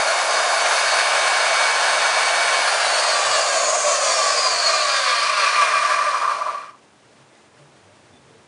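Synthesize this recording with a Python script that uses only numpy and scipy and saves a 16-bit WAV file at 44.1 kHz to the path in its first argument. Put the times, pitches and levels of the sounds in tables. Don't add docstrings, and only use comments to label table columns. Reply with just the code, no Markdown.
import sys
import numpy as np
from scipy import signal
from scipy.fft import rfft, irfft, next_fast_len
from scipy.io import wavfile
from scipy.ndimage import uniform_filter1d

SR = 44100
rng = np.random.default_rng(int(sys.argv[2]) if len(sys.argv) > 2 else 0)


def how_loud(loudness_db):
    steps = np.asarray(loudness_db, float) / 20
    return 10 ** steps


def master_out(mix):
    frames = np.transpose(np.atleast_2d(mix))
    ceiling = np.clip(frames, -1, 1)
    pcm = np.round(ceiling * 32767).astype(np.int16)
    wavfile.write(sys.argv[1], SR, pcm)


N = 373527


def rms_one(x):
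    return x / np.sqrt(np.mean(x ** 2) + 1e-20)


def in_time(rows):
    time_s, *columns = np.transpose(rows)
    return [np.interp(np.arange(N) / SR, time_s, column) for column in columns]


def drift(rate_hz):
    pole = np.exp(-80 * np.pi * rate_hz / SR)
    noise = rng.standard_normal(N // 40 + 2002)
    slow = signal.lfilter([1], [1, -2 * pole, pole * pole], noise)[2000:]
    return np.interp(np.arange(N) / 40, np.arange(len(slow)), rms_one(slow))


def resonance_db(hz, centre_hz, width_hz, rise_db):
    return rise_db / (1 + (2 * (hz - centre_hz) / width_hz) ** 2)


def shaped(x, colour, modes, edges_hz):
    size = next_fast_len(N)
    hz = np.maximum(np.arange(size // 2 + 1) * SR / size, 1)
    colour_hz, colour_db = np.transpose(colour)
    gain = how_loud(np.interp(np.log(hz), np.log(colour_hz), colour_db))
    for mode in modes:
        gain = gain * how_loud(resonance_db(hz, *mode))
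    below = [0 * hz] + [1 / (1 + (hz / edge) ** 12) for edge in edges_hz] + [1 + 0 * hz]
    spectrum = rfft(x, size) * gain
    bands = [irfft(spectrum * (upper - lower), size)[:N] for lower, upper in zip(below, below[1:])]
    return np.array([rms_one(band) for band in bands])


COLD_HZ, WARM_HZ, SWITCH_OFF_S = 140., 141.4, 2.556
FRICTION_HZ_PER_S, DRAG_PER_S = 24.12, .1415


def shaft():
    t = np.arange(N) / SR
    rest_hz = FRICTION_HZ_PER_S / DRAG_PER_S
    powered = COLD_HZ + (WARM_HZ - COLD_HZ) * t / SWITCH_OFF_S
    coast = (WARM_HZ + rest_hz) * np.exp(-DRAG_PER_S * (t - SWITCH_OFF_S)) - rest_hz
    return np.clip(np.minimum(powered, coast), .3, None)


ROLL_FROM_CYCLES, ROLL_DB_PER_CYCLE = 74, .16


def race(balls_per_turn, first, last, side_offset, main_db, side_db):
    rows = []
    for k in range(first, last + 1):
        main = k * balls_per_turn
        for cycles, db in ((main, main_db), (main + side_offset, side_db)):
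            loss_db = ROLL_DB_PER_CYCLE * max(cycles - ROLL_FROM_CYCLES, 0)
            rows.append((cycles, *(np.array(db) - loss_db)))
    return rows


# cycles_per_turn,
# motor_db, pulley_db, nose_db (over rolling noise)
SINGLE_TONES = [(6.7, -38, -31, -22), (7.6, -23, -30, -40), (10.1, -38, -26, -36), (10.6, -27, -31, -36),
                (11.0, -33, -29, -20), (11.9, -30, -27, -36), (12.75, -28, -33, -22), (16.0, -18, -22, -28),
                (23.3, -36, -33, -25), (24.3, -25, -33, -36), (25.9, -19, -23, -36), (26.9, -20, -21, -30),
                (28.3, -36, -35, -25), (29.55, -25, -36, -36), (30.0, -22, -36, -36), (30.9, -19, -22, -30),
                (32.2, -20, -19, -32), (35.05, -19, -19, -30), (37.1, -24, -24, -36), (42.1, -24, -33, -36),
                (43.15, -24, -25, -30), (45.2, -22, -22, -26), (15.3, -29, -30, -19), (59.85, -17, -33, -36),
                (61.4, -25, -36, -36), (62.95, -25, -33, -36), (66.9, -22, -30, -33), (70.1, -20, -17, -23),
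                (70.6, -24, -20, -20), (71.4, -30, -16, -15)]
# time_s, place (0 motor, 1 spindle pulley, 2 spindle nose)
NEAREST_BEARING = [
    (0, .7),
    (.7, .7),
    (1.2, 0),
    (2.55, 0),
    (2.75, 1),
    (3.5, 1),
    (3.9, 2),
    (8.5, 2),
]
# centre_hz, width_hz, rise_db
COAST_FLARES = [(620, 104, -1), (1052, 52, 3.5), (1615, 75, 4), (2040, 210, -1), (2700, 130, 4),
                (3630, 170, 3.5), (4394, 280, 10), (6730, 390, 6.5), (4770, 450, 9.5), (7140, 210, -13.5),
                (9580, 610, 7.5)]
NOSE_RACE, PULLEY_RACE = (5.187, 4, 25, 1.03), (5.009, 6, 20, .95)
# motor_db, pulley_db, nose_db
NOSE_DB, NOSE_SIDE_DB = (-36, -29, -20.5), (-34, -30, -24)
PULLEY_DB, PULLEY_SIDE_DB = (-34, -24, -30), (-31, -26, -33)
HIGH_FADE_HZ, HIGH_FADE_DB = 45, 9


def tones(turns, speed):
    (nearest,) = in_time(NEAREST_BEARING)
    wavers = [drift(15.8) for _ in range(12)]
    slips = [drift(30) for _ in range(7)]
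    slowness = 1 - speed / speed.max()
    coasting = np.clip(20 * slowness, 0, 1)
    boost_db = np.interp(nearest, range(3), [2.5, 2.5, 3.0]) + 2.5 * np.clip(2 - speed / 30, 0, 1)
    blur_db = HIGH_FADE_DB * np.clip(2 - 2 * speed / HIGH_FADE_HZ, 0, 1)
    looseness = .004 + .007 * slowness
    grid_hz = np.arange(SR // 2)
    flare_db = -5.0 + sum(resonance_db(grid_hz, *flare) for flare in COAST_FLARES)
    nose = race(*NOSE_RACE, NOSE_DB, NOSE_SIDE_DB)
    pulley = race(*PULLEY_RACE, PULLEY_DB, PULLEY_SIDE_DB)
    out = np.zeros(N)
    for k, (cycles, *places_db) in enumerate(SINGLE_TONES + nose + pulley):
        tone_hz = cycles * speed
        level_db = np.interp(nearest, range(3), places_db) + boost_db
        level_db += (2.0 + 1.6 * coasting) * wavers[k % 12]
        level_db += coasting * flare_db[np.minimum(tone_hz, SR // 2 - 1).astype(int)]
        level_db -= blur_db * (70 < cycles < 72)
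        skid = looseness * (1 + .45 * coasting * (cycles > 68))
        phase = cycles * (2 * np.pi * turns + skid * slips[k % 7]) + k * k
        out += (tone_hz < .45 * SR) * how_loud(level_db) * np.sin(phase)
    return out


def rolling_lumps(speed):
    slowness = 1 - speed / speed.max()
    lumps = how_loud((0.41 + 1.1 * slowness ** 5) * drift(48) + .5 * drift(4.9))
    return lumps / np.sqrt(uniform_filter1d(lumps ** 2, size=SR // 4))


# time_s, level_db
RACE_GRIP = [(0, 0.5), (.7, 0.5), (1.6, 0), (2.5, 0), (3.0, 0), (3.5, 0), (4.0, 1), (4.5, 0), (5.2, 1),
             (5.6, 3.5), (5.9, 3), (6.28, 1.5), (6.55, 0), (6.68, -1), (6.79, -14), (6.9, -40)]
STILL_S = RACE_GRIP[-1][0]
# motor_db, pulley_db, nose_db, knee_hz, loss_db (per halving of speed below the knee)
HOUSING_PARTS = [
    (-21, -17, -27, 75, 5.5),
    (-24.5, -27.5, -25., 14, 4),
    (-21, -28., -23.5, 16.2, 9.5),
    (-22, -19.5, -17.5, 47.2, 9),
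]
TURN_IN_S, TURN_IN_LENGTH_S, TURNED_AWAY_DB = 0.76, 0.29, -2.5


def radiated_db(speed, place):
    (grip_db,) = in_time(RACE_GRIP)
    rows = []
    for *near_db, knee_hz, loss_db in HOUSING_PARTS:
        slow_db = loss_db * np.log2(1 + knee_hz / speed)
        rows.append(grip_db + np.interp(place, range(3), near_db) - slow_db)
    away = np.clip((TURN_IN_S - np.arange(N) / SR) / TURN_IN_LENGTH_S, 0, 1)
    return np.array(rows) + TURNED_AWAY_DB * away * np.array([[0], [0], [1], [1]])


SHAKE_DB, SHAKE_KNEE_HZ, SHAKE_DB_PER_HALVING = -63.5, 113, 22
SHAKE_PEAK_HZ, SHAKE_PEAK_WIDTH_HZ, SHAKE_PEAK_DB = 128, 9, 6


def shake(turns, speed):
    slow_db = SHAKE_DB_PER_HALVING * np.log2(np.maximum(SHAKE_KNEE_HZ / speed, 1))
    level_db = SHAKE_DB + resonance_db(speed, SHAKE_PEAK_HZ, SHAKE_PEAK_WIDTH_HZ, SHAKE_PEAK_DB) - slow_db
    return how_loud(level_db + 1.2 * drift(4)) * np.sin(2 * np.pi * turns)


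PART_EDGES_HZ = (880, 1350, 3200)
# freq_hz, level_db (per Hz)
MOTOR_COLOUR = [(120, -75), (200, -36), (306, -27.5), (651, -1), (1050, -8), (1300, -5), (1660, 0.5),
                (1980, -10), (2300, -6.5), (2540, -8), (3460, -10), (4360, -7.5), (10000, -15),
                (13100, -49), (22000, -120)]
PULLEY_COLOUR = [(120, -69.5), (200, -41), (411, -21.5), (600, -1.5), (889, -13.5), (1140, 8), (1340, -3),
                 (1980, -5.5), (2380, -7), (3580, -20.5), (4360, -24.5), (7120, -14), (10000, -25.5),
                 (13100, -63), (22000, -120)]
SPINDLE_COLOUR = [(120, -65.5), (200, -35), (379, -22), (600, -7), (889, -19.5), (1160, -7.5),
                  (1360, -10.5), (1980, -11), (2420, -15), (3640, -15.5), (4290, -11), (5220, -17),
                  (10000, -23), (13100, -60), (22000, -120)]
# centre_hz, width_hz, rise_db
MOTOR_MODES = [(697, 140, 2.5), (765, 12, -7), (1270, 50, -5), (1530, 110, -2), (1685, 120, -2.5),
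               (4530, 100, 2.5), (6200, 680, 1.5), (9830, 69, 3)]
PULLEY_MODES = [(680, 320, 5.4), (1060, 160, 3.5), (1540, 120, 3.8), (2290, 64, 1.7), (4870, 220, 2),
                (6600, 1200, 2.8), (8660, 220, 2.8)]
SPINDLE_MODES = [(644, 180, 9), (1010, 73, 8.7), (1147, 38, 10.9), (1186, 21, 9.2), (1629, 29, 5.4),
                 (2404, 130, 12.3), (3580, 120, 2.6), (4200, 140, 4.2), (4895, 88, 8), (5500, 150, 6),
                 (5960, 1000, 4.2), (8500, 260, 4.4), (9500, 420, 5.6)]
# time_s, place (0 motor, 1 spindle pulley, 2 spindle nose)
MICROPHONE_PATH = [
    (0, 0.13),
    (.6, 0.11),
    (1.15, 0.0094),
    (2.8, 0.02),
    (3.4, 0.43),
    (3.8, 1.04),
    (4.25, 1.33),
    (4.7, 1.5),
    (5.2, 2),
    (8.5, 2.19),
]


def grinder():
    speed = shaft()
    turns = np.cumsum(speed) / SR
    (place,) = np.clip(in_time(MICROPHONE_PATH), 0, 2)
    toward = np.minimum(place, 1)
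    passing = 1 - np.abs(place - 1)
    whine, lumps = tones(turns, speed), rolling_lumps(speed)

    def housing(colour, modes):
        return shaped(lumps * (rng.standard_normal(N) + whine), colour, modes, PART_EDGES_HZ)

    motor = housing(MOTOR_COLOUR, MOTOR_MODES)
    spindle = housing(SPINDLE_COLOUR, SPINDLE_MODES)
    pulley = housing(PULLEY_COLOUR, PULLEY_MODES)
    parts = np.sqrt(1 - toward) * motor + np.sqrt(toward) * spindle
    parts = np.sqrt(1 - passing) * parts + np.sqrt(passing) * pulley
    parts[1] *= catching()
    running = np.arange(N) / SR < STILL_S
    return running * np.sum(how_loud(radiated_db(speed, place)) * parts, axis=0) + shake(turns, speed)


# freq_hz, level_db (per Hz)
AIR_COLOUR = [(15, -78.5), (25, -30), (53, -29.5), (88, -10), (125, -9.5), (278, -10.5), (315, -11.5),
              (395, -12), (437, -12.5), (999, -15), (3590, -24.5), (10000, -31), (13100, -70),
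              (22000, -120)]
# centre_hz, width_hz, rise_db
AIR_MODES = [(105, 25, 1.5), (135, 15, 8), (253, 28, -2), (338, 40, 0.5), (450, 97, 1), (590, 55, 2.5)]
# time_s, level_db
HANDLING = [
    (0, 3.5),
    (6.9, 7),
    (7.6, 8),
    (8.0, 10),
    (8.47, 11),
]
AIR_DB, AIR_FOLLOWS_HAND, AIR_RISE_DB, RUMBLE_DB = -54, 0.092, 1.5, -72


def workshop():
    (hand_db,) = in_time(HANDLING)
    stopped = np.clip(2 * (np.arange(N) / SR - STILL_S), 0, 1)
    air_db = AIR_DB + AIR_FOLLOWS_HAND * hand_db + AIR_RISE_DB * stopped
    rumble_db = RUMBLE_DB + hand_db
    rumble, air = shaped(rng.standard_normal(N), AIR_COLOUR, AIR_MODES, [190.])
    return how_loud(rumble_db + 1.5 * drift(8)) * rumble + how_loud(air_db + .7 * drift(10)) * air


# start_s, peak_db, pitch_hz,
# t60_s
SWELLS_AND_CREAKS = [(3.2, -47, 131, 0.37), (4.45, -50, 135, 0.29), (5.701, -53, 135.5, 0.25),
                     (7.0, -54, 110, 0.13), (7.13, -52, 135, .12), (7.36, -57, 350, 0.14),
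                     (7.53, -46, 141, 0.28), (7.8, -53, 102, 0.27), (7.55, -46, 580, .1),
                     (7.85, -50, 620, 0.092), (7.98, -52, 105, .2), (8.081, -47, 248, .15),
                     (8.1, -54, 3530, 0.06), (8.16, -54, 240, 0.11), (8.271, -46, 450, 0.12),
                     (8.28, -55, 105, 0.22)]


def creaks():
    out = np.zeros(N)
    for start_s, peak_db, pitch_hz, t60_s in SWELLS_AND_CREAKS:
        start = round(start_s * SR)
        rub = rng.standard_normal(SR // 10)
        push = np.zeros(N - start)
        push[:len(rub)] = rub * np.hanning(len(rub))
        radius = how_loud(-90 / (t60_s * SR))
        poles = [1, -2 * radius * np.cos(2 * np.pi * pitch_hz / SR), radius * radius]
        ring = push + 1e-18
        for _ in range(2):
            ring = signal.lfilter([1, 0, -1], poles, ring)
        out[start:] += how_loud(peak_db) * ring / np.abs(ring).max()
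    return how_loud(-1.0) * out


# time_s, swell_db, length_s
SPINDLE_CATCHES = [(6.06, 3.5, 0.014), (6.12, -1, .01), (6.142, 10, 0.0081), (6.169, 6.5, 0.012),
                   (6.195, 2, 0.0065), (6.215, 9.5, 0.0063), (6.242, 11.5, 0.014), (6.267, 3.5, .008),
                   (6.292, 6.5, 0.021), (6.332, 6.5, 0.028), (6.389, 8, 0.0052), (6.42, 9.5, 0.021),
                   (6.462, 6, 0.011), (6.491, 11.5, 0.025), (6.563, 8, 0.034), (6.633, 7, .01),
                   (6.744, 7, 0.011)]


def catching():
    t = np.arange(N) / SR
    swell_db = sum(db * np.exp(-((t - time_s) / length_s) ** 2) for time_s, db, length_s in SPINDLE_CATCHES)
    sink_db = 2.9 * np.clip(3.2 * (t - SPINDLE_CATCHES[0][0]) + 1, 0, 1)
    return how_loud(swell_db - sink_db)


def scene():
    return np.tile(grinder() + workshop() + creaks(), (2, 1))


def roll_off(x):
    return signal.sosfilt(signal.butter(12, 10930, fs=SR, output="sos"), x)


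def record(dry):
    thin = signal.sosfilt(signal.butter(1, 12., "high", fs=SR, output="sos"), dry)
    cut = signal.sosfilt(signal.ellip(12, .5, 75, 10070, fs=SR, output="sos"), thin)
    return roll_off(cut)


dry = scene()
out = record(dry)
master_out(out)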